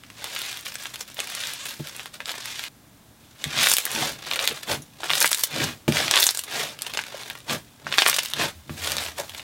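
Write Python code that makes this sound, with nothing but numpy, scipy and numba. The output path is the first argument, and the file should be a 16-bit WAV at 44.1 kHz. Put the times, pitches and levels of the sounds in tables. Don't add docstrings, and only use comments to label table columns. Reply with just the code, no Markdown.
import sys
import numpy as np
from scipy import signal
from scipy.fft import rfft, irfft, next_fast_len
from scipy.io import wavfile
from scipy.ndimage import map_coordinates
from numba import njit

SR = 44100
rng = np.random.default_rng(int(sys.argv[2]) if len(sys.argv) > 2 else 0)


def file_out(sig):
    cols = np.atleast_2d(sig).T
    lim = np.clip(cols, -1, 1)
    pcm = np.round(lim * 32767).astype(np.int16)
    wavfile.write(sys.argv[1], SR, pcm)


N = 415855

# pitch in Hz, relative level in dB.
POCKET_STRENGTH = [(400, -8.5), (700, -8), (1100, -18.5), (2000, 0.5), (3600, 0), (6000, 2.5),
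                   (10000, -4.5), (15000, -2)]


def crackle(clump_db, cycles, count=90000):
    times = rng.uniform(0, N / SR, count)
    hz = 400 * 38 ** rng.uniform(0, 1, count)
    fine = np.clip(np.log2(hz / 4500), 0, 1)
    large = np.clip(np.log2(2200 / hz), 0, 1)
    level_db, spread_db = kneading(times, fine, large)
    spread = np.clip(spread_db, 0, 6) * np.log(10) / 20
    clumps = unit(map_coordinates(rng.standard_normal(2000), [times * 160]))
    luck = clump_db / 3 * clumps + rng.standard_normal(count)
    scatter = np.exp(spread * luck - spread ** 2 * np.var(luck))
    size = amp(along(POCKET_STRENGTH, hz)) * rng.choice([-1, 1], count)
    size *= np.sqrt(hz / 3000)
    life = cycles * np.exp(0.51 * rng.standard_normal(count))
    tenth = bursts(times[::10], hz[::10], life[::10], size[::10])
    full_level = np.sqrt(10 * np.mean(tenth ** 2))
    return bursts(times, hz, life, size * scatter * amp(level_db) / full_level)


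# peak time, rise and fall in seconds, crackle level in dB, boost of
# fine pockets in dB, their delay in seconds, boost of large pockets in dB, spread of burst sizes in dB.
HAND_STROKES = [(.25, 0.11, 0.27, -41.5, -11, .002, 11.5, 3), (.45, 0.37, 0.26, -34.5, -0.5, .01, -7, 1.5),
                (0.665, 0.027, 0.15, -35, 5.5, 0.0012, -3, 4), (.845, 0.12, 0.064, -38.5, 2, .002, -1, 2.5),
                (.946, 0.076, 0.037, -44, 5, .002, 10, 3), (1.008, 0.045, 0.042, -39.5, 8.5, 0.0019, 7, 3),
                (1.08, 0.089, 0.066, -46, 1.5, .002, -10, 6), (1.2, 0.05, 0.21, -40.5, 5, .002, 11, 3),
                (1.45, 0.33, 0.21, -33.5, -1.5, .002, -11, 0.5),
                (1.668, 0.055, 0.19, -37.5, 6, 0.0018, 3, 3), (1.86, 0.044, 0.11, -42.5, 3, .01, 8, 2),
                (2.03, 0.2, 0.087, -40.5, 0.5, 0.0074, 6, 2.5),
                (2.15, 0.032, 0.034, -40.5, 3, .002, 3, 1.5), (2.203, 0.008, 0.037, -47, 3, .002, 18, 1.5),
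                (2.29, 0.046, 0.23, -39.5, 3, .002, 10, 4), (2.52, 0.27, 0.45, -35.5, -2.5, .03, -14, 1),
                (3.48, 0.13, 0.2, -38.5, -2.5, .002, 5, 2.5), (3.635, .16, 0.1, -22, 5.5, 0.075, 0, 1.5),
                (3.8, 0.12, .08, -37, 9, .002, -8, 1), (4.038, 0.25, .13, -28, 1.5, 0.0019, 9, 1),
                (4.41, 0.26, 0.27, -30, -0.5, .03, 8.5, 3.5),
                (4.719, 0.064, 0.068, -28.5, 3, 0.0035, 15, 1),
                (5.101, 0.13, 0.32, -33.5, -3, 0.011, 10.5, 4.5),
                (5.235, 0.23, 0.06, -27.5, 7.5, 0.027, -9, 2.5), (5.38, 0.17, 0.16, -38, 16, .002, -12, 5),
                (5.64, .18, .11, -27.5, -4, 0.0022, 8.5, 1.5),
                (5.972, 0.068, 0.19, -24, -3.5, .002, 6, 0.5),
                (6.17, 0.12, 0.085, -24.5, 7.5, 0.071, 7, 1.5), (6.35, 0.26, 0.18, -42, 12, .02, -9, 3.5),
                (6.599, 0.16, .16, -28.5, -1.5, .002, 10, 1.5),
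                (6.97, 0.23, 0.2, -37.5, -0.5, .002, 7.5, 4.5), (7.15, 0.05, 0.029, -41, -7, .002, 15, 3),
                (7.2, 0.28, 0.33, -41.5, 0, 0.051, 9.5, 3.5),
                (7.525, 0.059, 0.071, -28, 0.5, 0.0052, 14, 1.9),
                (7.9, 0.12, 0.13, -43.5, -12, .01, 18.5, 6), (8.03, 0.19, 0.13, -27.5, 5.5, .05, -1, 3.5),
                (8.2, 0.25, 0.22, -32.5, 3.5, .002, -16, 4.5),
                (8.421, 0.085, 0.1, -25.5, -4, 0.011, 10.5, 1), (8.85, 0.084, 0.13, -32, 3, 0.008, 7.5, 2),
                (9.0, 0.3, 0.18, -33.5, 2, .002, 10.5, 2), (9.189, 0.034, 0.1, -40, 8, 0.0018, 19, 3),
                (9.35, 0.25, 0.28, -44, 2, .002, 8.5, 3.5)]
ROUND_RISE, ROUND_FALL = 2.04, 1.47
FIZZ_DB = -60.5


def kneading(times, fine, large):
    fine_db, delay, large_db, spread_db = np.transpose(HAND_STROKES)[4:, :, None]
    round_fall = ROUND_FALL + 1.02 * np.exp(-np.abs(spread_db))
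    stroke_db = swell(HAND_STROKES, times - fine * delay, round_fall)
    power = amp(2 * (stroke_db + fine * fine_db + large * large_db)) + 1e-30
    total = power.sum(axis=0)
    return 10 * np.log10(total + amp(2 * FIZZ_DB)), (power * spread_db).sum(axis=0) / total


# start in seconds, pocket level in dB, pocket pitch in Hz,
# snap level in dB, body level in dB.
LOUD_POPS = [(.0365, -31, 2090, -34, -38), (.102, -27.5, 2250, -29, -38), (.2426, -19.5, 3750, -10.5, -25),
             (.3499, -23, 2980, -14.5, -26), (.3632, -11.5, 3140, -37, -36), (.3905, -26, 3520, -13, -37),
             (.4175, -18, 3850, -12, -26), (.5286, -20, 3680, -21, -47), (.5725, -22, 3460, -20, -45),
             (.61, -43, 3670, -21, -54), (.6666, -17.5, 3100, -30, -45), (.7552, -20.5, 2340, -13.5, -36),
             (.8562, -18.5, 3070, -24, -19), (.9584, -20, 3360, -19, -47), (1.0098, -13.5, 6000, -36, -26),
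             (1.078, -33, 5420, -30, -53), (1.101, -40, 3160, -26, -30), (1.1447, -37, 4010, -19, -52),
             (1.1695, -25, 2890, -48, -43), (1.1914, -13, 2780, -32, -36), (1.203, -12, 2720, -8.5, -32),
             (1.2731, -18.5, 2060, -18, -35), (1.3008, -25, 1940, -16, -42), (1.3508, -24, 3440, -10, -40),
             (1.4035, -19, 3530, -15, -41), (1.4374, -15, 3180, -33, -37), (1.4713, -20, 3290, -14, -42),
             (1.536, -19, 4070, -12, -47), (1.6667, -26, 4070, -15, -44), (1.8722, -22, 3170, -22, -40),
             (1.9648, -35, 5090, -18.5, -49), (1.9955, -20, 2540, -26, -33), (2.0583, -25, 3260, -21, -19),
             (2.2042, -16, 1960, -27, -23), (2.2575, -14.5, 5360, -36, -36),
             (2.2867, -22.5, 2400, -33, -23), (2.2935, -13, 3760, -24, -15),
             (2.2981, -15.5, 3600, -29, -28), (2.3408, -21, 1780, -33, -19),
             (2.457, -18.5, 3710, -14.5, -37), (2.594, -18, 3100, -20, -47), (2.6393, -16, 2840, -18, -47),
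             (3.4412, -12, 3970, -8, -47), (3.5318, -21, 3130, -22, -40), (3.575, -12, 2650, -27, -13),
             (3.5892, -7, 3250, -21, -18), (3.641, -2, 3840, -6, -30), (3.6618, -7, 3510, -7, -22),
             (3.6707, -3, 3600, -12, -12), (3.6866, -17, 4190, -3, -29), (3.6983, -21, 4230, -1, -32),
             (3.708, -13, 3480, -3, -30), (3.716, -14, 3220, 5, -38), (3.7276, -10, 4930, -8, -32),
             (3.7376, -9, 4770, 6.5, -46), (3.7681, -11, 2750, 1, -34), (3.7841, -9, 2580, 1.5, -17),
             (3.8026, -27, 4510, -14.5, -40), (3.8538, -30, 5780, 1, -42), (3.8656, -14.5, 2310, -20, -19),
             (3.9161, -25, 4140, -9, -38), (3.951, -12, 5300, -14, -33), (3.9611, -12.5, 2490, -26, -15),
             (4.0242, -14, 2960, -26, -17), (4.2684, -28, 2450, -38, -31), (4.3132, -7, 3500, -23, -16),
             (4.3353, -10.5, 3530, -13, -17), (4.359, -12, 3250, -12, -29), (4.3919, -6.5, 3200, -23, -14),
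             (4.454, -31, 3070, -9, -31), (4.4758, -5, 3440, -2, -31), (4.494, -22, 2550, -13, -31),
             (4.5123, -18, 2550, -32, -29), (4.5744, -22.5, 3000, -31, -36),
             (4.6333, -20.5, 3170, -24, -44), (4.7163, -8, 4330, -28, -44), (5.0336, -17.5, 2950, -35, -11),
             (5.0967, -10, 2600, -25, -26), (5.1034, -3.5, 2900, -24, -31), (5.1131, -8, 2640, -19, -49),
             (5.1346, -8, 3520, -25, -15), (5.154, -7.5, 4000, -6, -24), (5.1814, -13, 5360, -10, -36),
             (5.2043, -24, 4410, 2, -33), (5.2122, -33, 4020, -13, -23), (5.2184, -9, 1750, -19, -8),
             (5.2265, -23, 2820, 3, -26), (5.2451, -3.5, 1880, -17, -1.5), (5.2586, -10, 3770, 1, -34),
             (5.2762, -23, 3960, -6.5, -36), (5.2917, -28, 3950, -14.5, -39), (5.3084, -24, 3340, -15, -40),
             (5.3165, -10, 2880, 1, -16), (5.3301, -10, 3830, 0, -36), (5.3464, -16, 3760, -3, -48),
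             (5.3838, -31, 3570, -10, -45), (5.3952, -20, 3900, -6, -40), (5.4365, -6, 5360, 10, -22),
             (5.8805, -15, 1930, -31, -3.5), (5.923, -10, 2800, -13, -32), (5.97, -6, 2730, -32, -31),
             (6.0808, -8, 2850, -25, -32), (6.1113, -1, 4840, -2.5, -9), (6.1392, -4, 2980, -22, -24),
             (6.1586, -8, 3320, -3, -18), (6.1676, 0.5, 3580, -9, -17), (6.1753, -1, 3400, -11, -19),
             (6.1879, -7, 3920, -15, -27), (6.2237, -19, 5240, 0, -36), (6.2288, -0.5, 3940, -15, -24),
             (6.2403, -19, 2740, 7, -42), (6.2574, -22, 4020, -6, -37), (6.2672, -22, 3560, 6, -33),
             (6.2903, 0.7, 4540, -14, -36), (6.3085, -18, 4690, -4, -25), (6.3484, -24, 4200, -10, -36),
             (6.3735, -25, 4300, -6, -47), (6.3922, -16, 3830, -4.5, -45), (6.4375, -24, 3790, -14, -35),
             (6.79, -23.5, 3240, -20, -45), (6.8204, -14.5, 4500, -7.5, -41),
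             (6.8663, -19.5, 3500, -28, -39), (6.9094, -28, 2330, -43, -22),
             (6.9375, -15.5, 3800, -16, -23), (6.9734, -7.5, 4610, -25, -16), (6.9908, -12, 2100, -19, -33),
             (7.0384, -20.5, 2770, -22, -40), (7.088, -30, 3340, -33, -49), (7.2341, -24, 3570, -26, -33),
             (7.3001, -15.5, 3310, -15, -37), (7.3076, -23, 2200, -38, -30),
             (7.3532, -24.5, 2250, -44, -22), (7.3877, -37, 4200, -26, -55), (7.404, -32, 3500, -30, -50),
             (7.4964, -12.5, 3450, -31, -31), (7.8676, -16.5, 1710, -42, -19),
             (7.9183, -19, 3370, -34, -17), (7.9253, -9, 3350, -33, -18), (7.94, -10, 2530, -36, -20),
             (7.9834, 3, 4070, -17, 0), (7.9889, 1, 3900, -13, -26), (8.0159, -15, 3660, -15, -27),
             (8.0208, -1, 2750, -28, -2.5), (8.0555, -15, 2100, -26, -12), (8.0632, 1.5, 3440, -17, 4),
             (8.0823, -27, 2120, 0, -26), (8.087, -8.5, 1940, -6, -16), (8.098, -4.5, 3330, 4, -34),
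             (8.1157, -8.5, 3440, -25, -28), (8.1295, -8.5, 2600, -30, -22), (8.1645, -20, 3910, -4, -35),
             (8.1853, -10, 2520, -20, -8.5), (8.2338, -26, 3660, -10, -43), (8.2588, -16.5, 3980, -11, -47),
             (8.3019, -39, 3110, -17, -49), (8.336, -9, 3460, -12, -42), (8.4125, -8, 1780, -29, -31),
             (8.6952, -27, 2190, -45, -19), (8.8456, -16, 3630, -22, -29), (8.898, -16, 3600, -15, -33),
             (8.9191, -6.5, 5930, -10, -36), (8.968, -12.5, 4360, -8, -18), (8.983, -9, 4300, -23, -36),
             (9.0635, -15, 3300, -27, -28), (9.1852, -21, 2500, -17, -27), (9.2953, -23, 3610, -20.5, -53),
             (9.3483, -21, 2920, -38, -65), (9.396, -22.5, 2680, -42, -35)]


def pops(cycles, snap_cycles, body_cycles, fray_db, fray_s):
    rows = np.vstack([LOUD_POPS, stray_pops(count=300)])
    times, db, hz, snap_db, body_db = rows.T
    luck = rng.standard_normal((len(times), 3))
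    snap_hz = 10000 * np.exp(.2 * luck[:, 1])
    body_hz = 1050 * np.exp(.2 * luck[:, 2])
    out = bursts(times, hz, cycles, amp(db) * np.sign(luck[:, 0]))
    out += bursts(times, snap_hz, snap_cycles, amp(snap_db))
    out += bursts(times, body_hz, body_cycles, amp(body_db))
    for pitch, pop_db in (hz, db), (snap_hz, snap_db):
        late = rng.exponential(1, (len(times), 16))
        fray_hz = pitch[:, None] * np.exp(0.37 * rng.standard_normal(late.shape))
        fray_times = np.minimum(times[:, None] + fray_s * late, N / SR)
        fray_gain = amp(pop_db[:, None] + fray_db - 18.8 * late)
        out += bursts(fray_times.ravel(), fray_hz.ravel(), cycles, fray_gain.ravel())
    return out


def stray_pops(count):
    times = rng.uniform(0, N / SR, count)
    luck = rng.standard_normal((count, 4))
    _, spread_db = kneading(times, 0, 0)
    boost_db = 9 + 0.89 * spread_db - 3.5 * np.abs(luck[:, 0])
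    level = lambda fine, large: kneading(times, fine, large)[0] + boost_db
    hz = 3260 * np.exp(0.23 * luck[:, 1])
    snap_db = level(0.83, 0.66) - 11 + 5 * luck[:, 2]
    body_db = level(0.16, 0.12) - 11.5 + 4 * luck[:, 3]
    return np.transpose([times, level(0, 0.034), hz, snap_db, body_db])


# start in seconds, level in dB, pitch in Hz.
HOLLOWS = [(1.188, -24, 600), (4.028, -15, 690), (4.516, -19.5, 418), (7.144, -20.5, 590),
           (9.19, -19.5, 655)]


def plops(cycles):
    times, db, hz = np.transpose(HOLLOWS)
    return bursts(times, hz, cycles, amp(db))


# time in seconds, slips per second, level in dB.
STRAND_SLIPS = [(1.59, 480, -27), (1.603, 520, -26), (1.612, 630, -26), (1.625, 520, -29),
                (1.648, 600, -29)]


def peel(low_hz, high_hz, high_db):
    t = np.arange(round(STRAND_SLIPS[0][0] * SR), round(STRAND_SLIPS[-1][0] * SR)) / SR
    rate, db = curves(STRAND_SLIPS, t)
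    slips_so_far = np.floor(np.cumsum(np.abs(rate)) / SR)
    slips = np.flatnonzero(np.diff(slips_so_far, prepend=-1))
    size = amp(db[slips] + 0.92 * rng.standard_normal(200)[:len(slips)])
    return bursts(t[slips], low_hz, 0.27, size) + bursts(t[slips], high_hz, 0.61, size * amp(high_db))


# start in seconds, level in dB,
# boost of the table's higher tones in dB per octave.
TABLE_SLAPS = [(1.796, -20.5, 1), (3.458, -23.5, -17), (5.879, -5.5, 1.5), (8.696, -23.5, -5)]


def splat(db, fade_s):
    out, t = np.zeros(N + SR), np.arange(SR // 5) / SR
    for start, slap_db, _ in TABLE_SLAPS:
        fade = amp(slap_db + db - 60 * t / fade_s)
        out[round(start * SR):][:len(t)] += fade * rng.standard_normal(len(t))
    return filtered(out[:N], lambda hz: 3000 / (3000 + 1j * hz))


# pitch in Hz, relative level in dB, seconds to fade by 60 dB.
TABLE_TONES = [(84, -13, 0.15), (147, -1, 0.15), (232.4, -3, 0.085), (330, -2, 0.076), (424, -8, 0.058),
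               (593, -1, 0.033), (862, -20, 0.068)]


def table(soft_hz):
    def top(hz):
        tones = sum((-1) ** k * amp(db) * resonance(hz, pitch, np.log(1000) / (np.pi * fade_s))
                    for k, (pitch, db, fade_s) in enumerate(TABLE_TONES))
        return tones / (1 + (hz / soft_hz) ** 2)
    rubbing = unit(filtered(rng.standard_normal(N), top))
    motion = pushing() * rubbing + struck(TABLE_SLAPS, TABLE_TONES, attack_s=0.0035)
    return filtered(motion, lambda hz: bass_cut(hz, 60) ** 2)


# peak time, rise and fall in seconds, level in dB.
LUMP_PUSHES = [(3.47, 0.1, .08, -48), (3.59, 0.11, 0.16, -37), (4.02, 0.12, 0.23, -35),
               (4.34, 0.12, .15, -49.5), (4.53, 0.084, 0.035, -39.5), (4.715, .04, 0.066, -27.5),
               (4.79, 0.051, 0.067, -40), (5.24, .25, 0.07, -43.5), (5.63, 0.12, 0.13, -28),
               (5.9, 0.016, .09, -22.5), (6.05, 0.21, 0.13, -36.5), (6.62, 0.17, 0.21, -46),
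               (6.97, 0.11, 0.13, -51), (7.31, .25, .08, -55), (7.53, 0.048, 0.085, -29.5),
               (7.88, 0.071, 0.14, -43), (8.07, 0.027, .25, -47), (8.42, 0.087, .1, -32.5),
               (8.72, 0.075, .15, -43), (8.96, 0.21, 0.22, -44.5), (9.21, .07, .06, -46)]


def pushing():
    t = np.arange(0, N + 64, 64) / SR
    power = amp(2 * swell(LUMP_PUSHES, t, ROUND_FALL)).sum(axis=0)
    return np.interp(np.arange(N) / SR, t, np.sqrt(power))


# pitch in Hz, relative level in dB.
FRAME_COLOUR = [(20, -29), (45, -11), (80, -3), (140, -6.5), (190, -8.5), (300, -27)]


def shudder(db, linger_s):
    return amp(db) * lingering(pushing(), linger_s) * noise(FRAME_COLOUR)


# start in seconds, level in dB, boost of higher tones in dB per octave.
RING_TAPS = [(4.8204, -32, -2)]
# pitch in Hz, relative level in dB, seconds to fade by 60 dB.
RING_TONES = [(3850, -8, .02), (5700, -12, .06), (6390, 2, .025), (7030, -8, .08), (9800, -8, .02),
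              (10430, 1, .05), (10770, 3, .03), (13900, -12, .06)]


def ring_tick():
    return struck(RING_TAPS, RING_TONES, attack_s=0.00027)


# pitch in Hz, seconds to fade by 60 dB.
ECHO_FADES = [(300, 0.056), (2000, .12), (12000, 0.07)]


def room(sound):
    hop = SR // 16
    out = np.zeros(N + SR)
    hz, t, spectra = signal.stft(rng.standard_normal((12, SR // 5)), SR, nperseg=128)
    fade = amp(-60 * t / along(ECHO_FADES, hz)[:, None])
    _, tails = signal.istft(spectra * fade, SR, nperseg=128)
    for k, start in enumerate(range(0, N, hop)):
        tail = tails[k % len(tails)]
        echo = signal.fftconvolve(sound[start:start + hop], tail / np.linalg.norm(tail))
        out[start + 40:][:len(echo)] += echo
    return out[:N]


# pitch in Hz, relative level in dB.
RUMBLE_COLOUR = [(15, -19), (30, -20), (50, -8.5), (75, -6), (95, -7.5), (120, 0.5), (190, -11),
                 (300, -8.5), (600, -68)]
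HISS_COLOUR = [(100, -36), (200, 10.5), (400, 0.5), (800, 0), (1600, -4.5), (3500, -9), (7000, -9),
               (15800, -11.5), (17000, -31)]


def rumble_and_hiss(near, rumble_db, hiss_db, sink_from_db, return_s):
    treble = filtered(near, lambda hz: bass_cut(hz, 5000))
    treble_db = 10 * np.log10(lingering(treble ** 2, return_s) + 1e-12)
    sink = amp(-0.96 * np.maximum(treble_db - sink_from_db, 0))
    return sink * (amp(rumble_db) * noise(RUMBLE_COLOUR) + amp(hiss_db) * noise(HISS_COLOUR))


# time in seconds, level in dB.
DRONE_LEVELS = [(8.55, -49), (8.606, -51), (8.632, -71), (8.72, -43), (8.804, -43), (8.974, -52.5),
                (9.03, -43), (9.094, -44), (9.128, -60), (9.22, -55), (9.266, -44), (9.43, -57)]
# pitch in Hz, relative level in dB.
DRONE_COLOUR = [(40, -48), (65, -25), (80, 0), (95, -14), (140, -39.5)]


def drone():
    db, = curves(DRONE_LEVELS, np.arange(N) / SR)
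    return amp(db) * noise(DRONE_COLOUR)


# pitch in Hz, relative level in dB.
SIDE_HISS_COLOUR = [(12, -30), (20, 4), (27, 10), (150, 4), (210, 9), (718, -5.5), (14700, -13.5),
                    (16000, -12)]


def side_hiss(db):
    return amp(db) * noise(SIDE_HISS_COLOUR)


def bursts(times, hz, cycles, gain):
    out = np.zeros(N)
    step = 2 * np.pi * np.clip(hz, 100, 18000) / SR * np.ones(len(times))
    cycles = np.clip(cycles, .1, 9) * np.ones(len(times))
    add_swings(out, (times * SR).astype(np.int64), step, cycles, gain)
    return out


@njit
def add_swings(out, start, step, cycles, gain):
    for i in range(len(start)):
        rise = cycles[i] * 2 * np.pi / step[i]
        for k in range(min(int(7 * rise) + 2, len(out) - start[i])):
            age = (k + 1) / rise
            out[start[i] + k] += gain[i] * age * np.exp(1 - age) * np.sin(step[i] * (k + .5))


def struck(blows, tones, attack_s):
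    out, t = np.zeros(N + SR), np.arange(SR // 2) / SR
    for start, db, tilt_db in blows:
        ring = np.zeros(len(t))
        for hz, tone_db, fade_s in tones:
            start_db = tone_db + tilt_db * np.log2(np.hypot(1, hz / 180)) + rng.normal(0, 2)
            ring += amp(start_db - 60 * t / fade_s) * np.sin(2 * np.pi * hz * t)
        ring *= 1 - np.exp(-t / attack_s)
        out[round(start * SR):][:len(t)] += amp(db) * ring / np.abs(ring).max()
    return out[:N]


def swell(rows, times, round_fall, edge_db=24):
    peak, rise, fall, db = np.transpose(rows)[:4, :, None]
    before = np.abs((peak - times) / rise) ** ROUND_RISE
    after = np.abs((times - peak) / fall) ** round_fall
    return db - edge_db * np.where(times < peak, before, after)


def noise(colour):
    return unit(filtered(rng.standard_normal(N), lambda hz: amp(along(colour, hz))))


def lingering(x, seconds):
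    keep = np.exp(-1 / (seconds * SR))
    return signal.lfilter([1 - keep], [1, -keep], x)


def filtered(x, response):
    size = next_fast_len(N + SR // 2)
    return irfft(rfft(x, size) * response(np.fft.rfftfreq(size, 1 / SR)), size)[..., :N]


def bass_cut(hz, corner_hz):
    return 1j * hz / (corner_hz + 1j * hz)


def resonance(hz, pitch, width):
    return 1j * hz * width / (pitch ** 2 - hz ** 2 + 1j * hz * width)


def along(points, hz):
    pitches, values = np.transpose(points)
    return np.interp(np.log(hz + 1), np.log(pitches + 1), values)


def curves(rows, times):
    row_times, *columns = np.transpose(rows)
    return [np.interp(times, row_times, column, left=-120, right=-120) for column in columns]


def amp(db):
    return 10 ** (np.asarray(db) / 20)


def unit(x):
    return x / np.sqrt(np.mean(x ** 2) + 1e-20)


def scene():
    slime = crackle(clump_db=4.0, cycles=0.24)
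    slime += pops(cycles=0.39, snap_cycles=0.44, body_cycles=0.15, fray_db=-7, fray_s=.004)
    slime += plops(cycles=0.95)
    slime += splat(db=-13, fade_s=0.16)
    slime += peel(low_hz=3600, high_hz=6700, high_db=-2.5)
    slime = filtered(slime, lambda hz: bass_cut(hz, 350) ** 3 + amp(-24.5) * 350 / (350 + 1j * hz))
    near = slime + ring_tick()
    near += amp(-6.5) * room(near)
    near[round(2.685 * SR):round(3.2 * SR)] = 0
    mix = near + table(soft_hz=213)
    mix += rumble_and_hiss(near, rumble_db=-57, hiss_db=-55.5, sink_from_db=-30.5, return_s=0.05)
    mix += shudder(db=-13, linger_s=0.061)
    mix += drone()
    side = side_hiss(db=-75.5)
    return np.array([mix + side, mix - side])


# pitch in Hz, width in Hz, level of the added part in dB.
PITCH_LIFTS = [(1630, 56, -5.5), (3550, 740, -5.5)]


def record(dry, top_hz=15900):
    lift = lambda hz: 1 + sum(amp(db) * resonance(hz, pitch, width) for pitch, width, db in PITCH_LIFTS)
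    heard = filtered(dry, lift)
    clipped = heard / (1 + np.abs(heard / .97) ** 8) ** (1 / 8)
    return filtered(clipped, lambda hz: hz < top_hz)


dry = scene()
out = record(dry)
file_out(out)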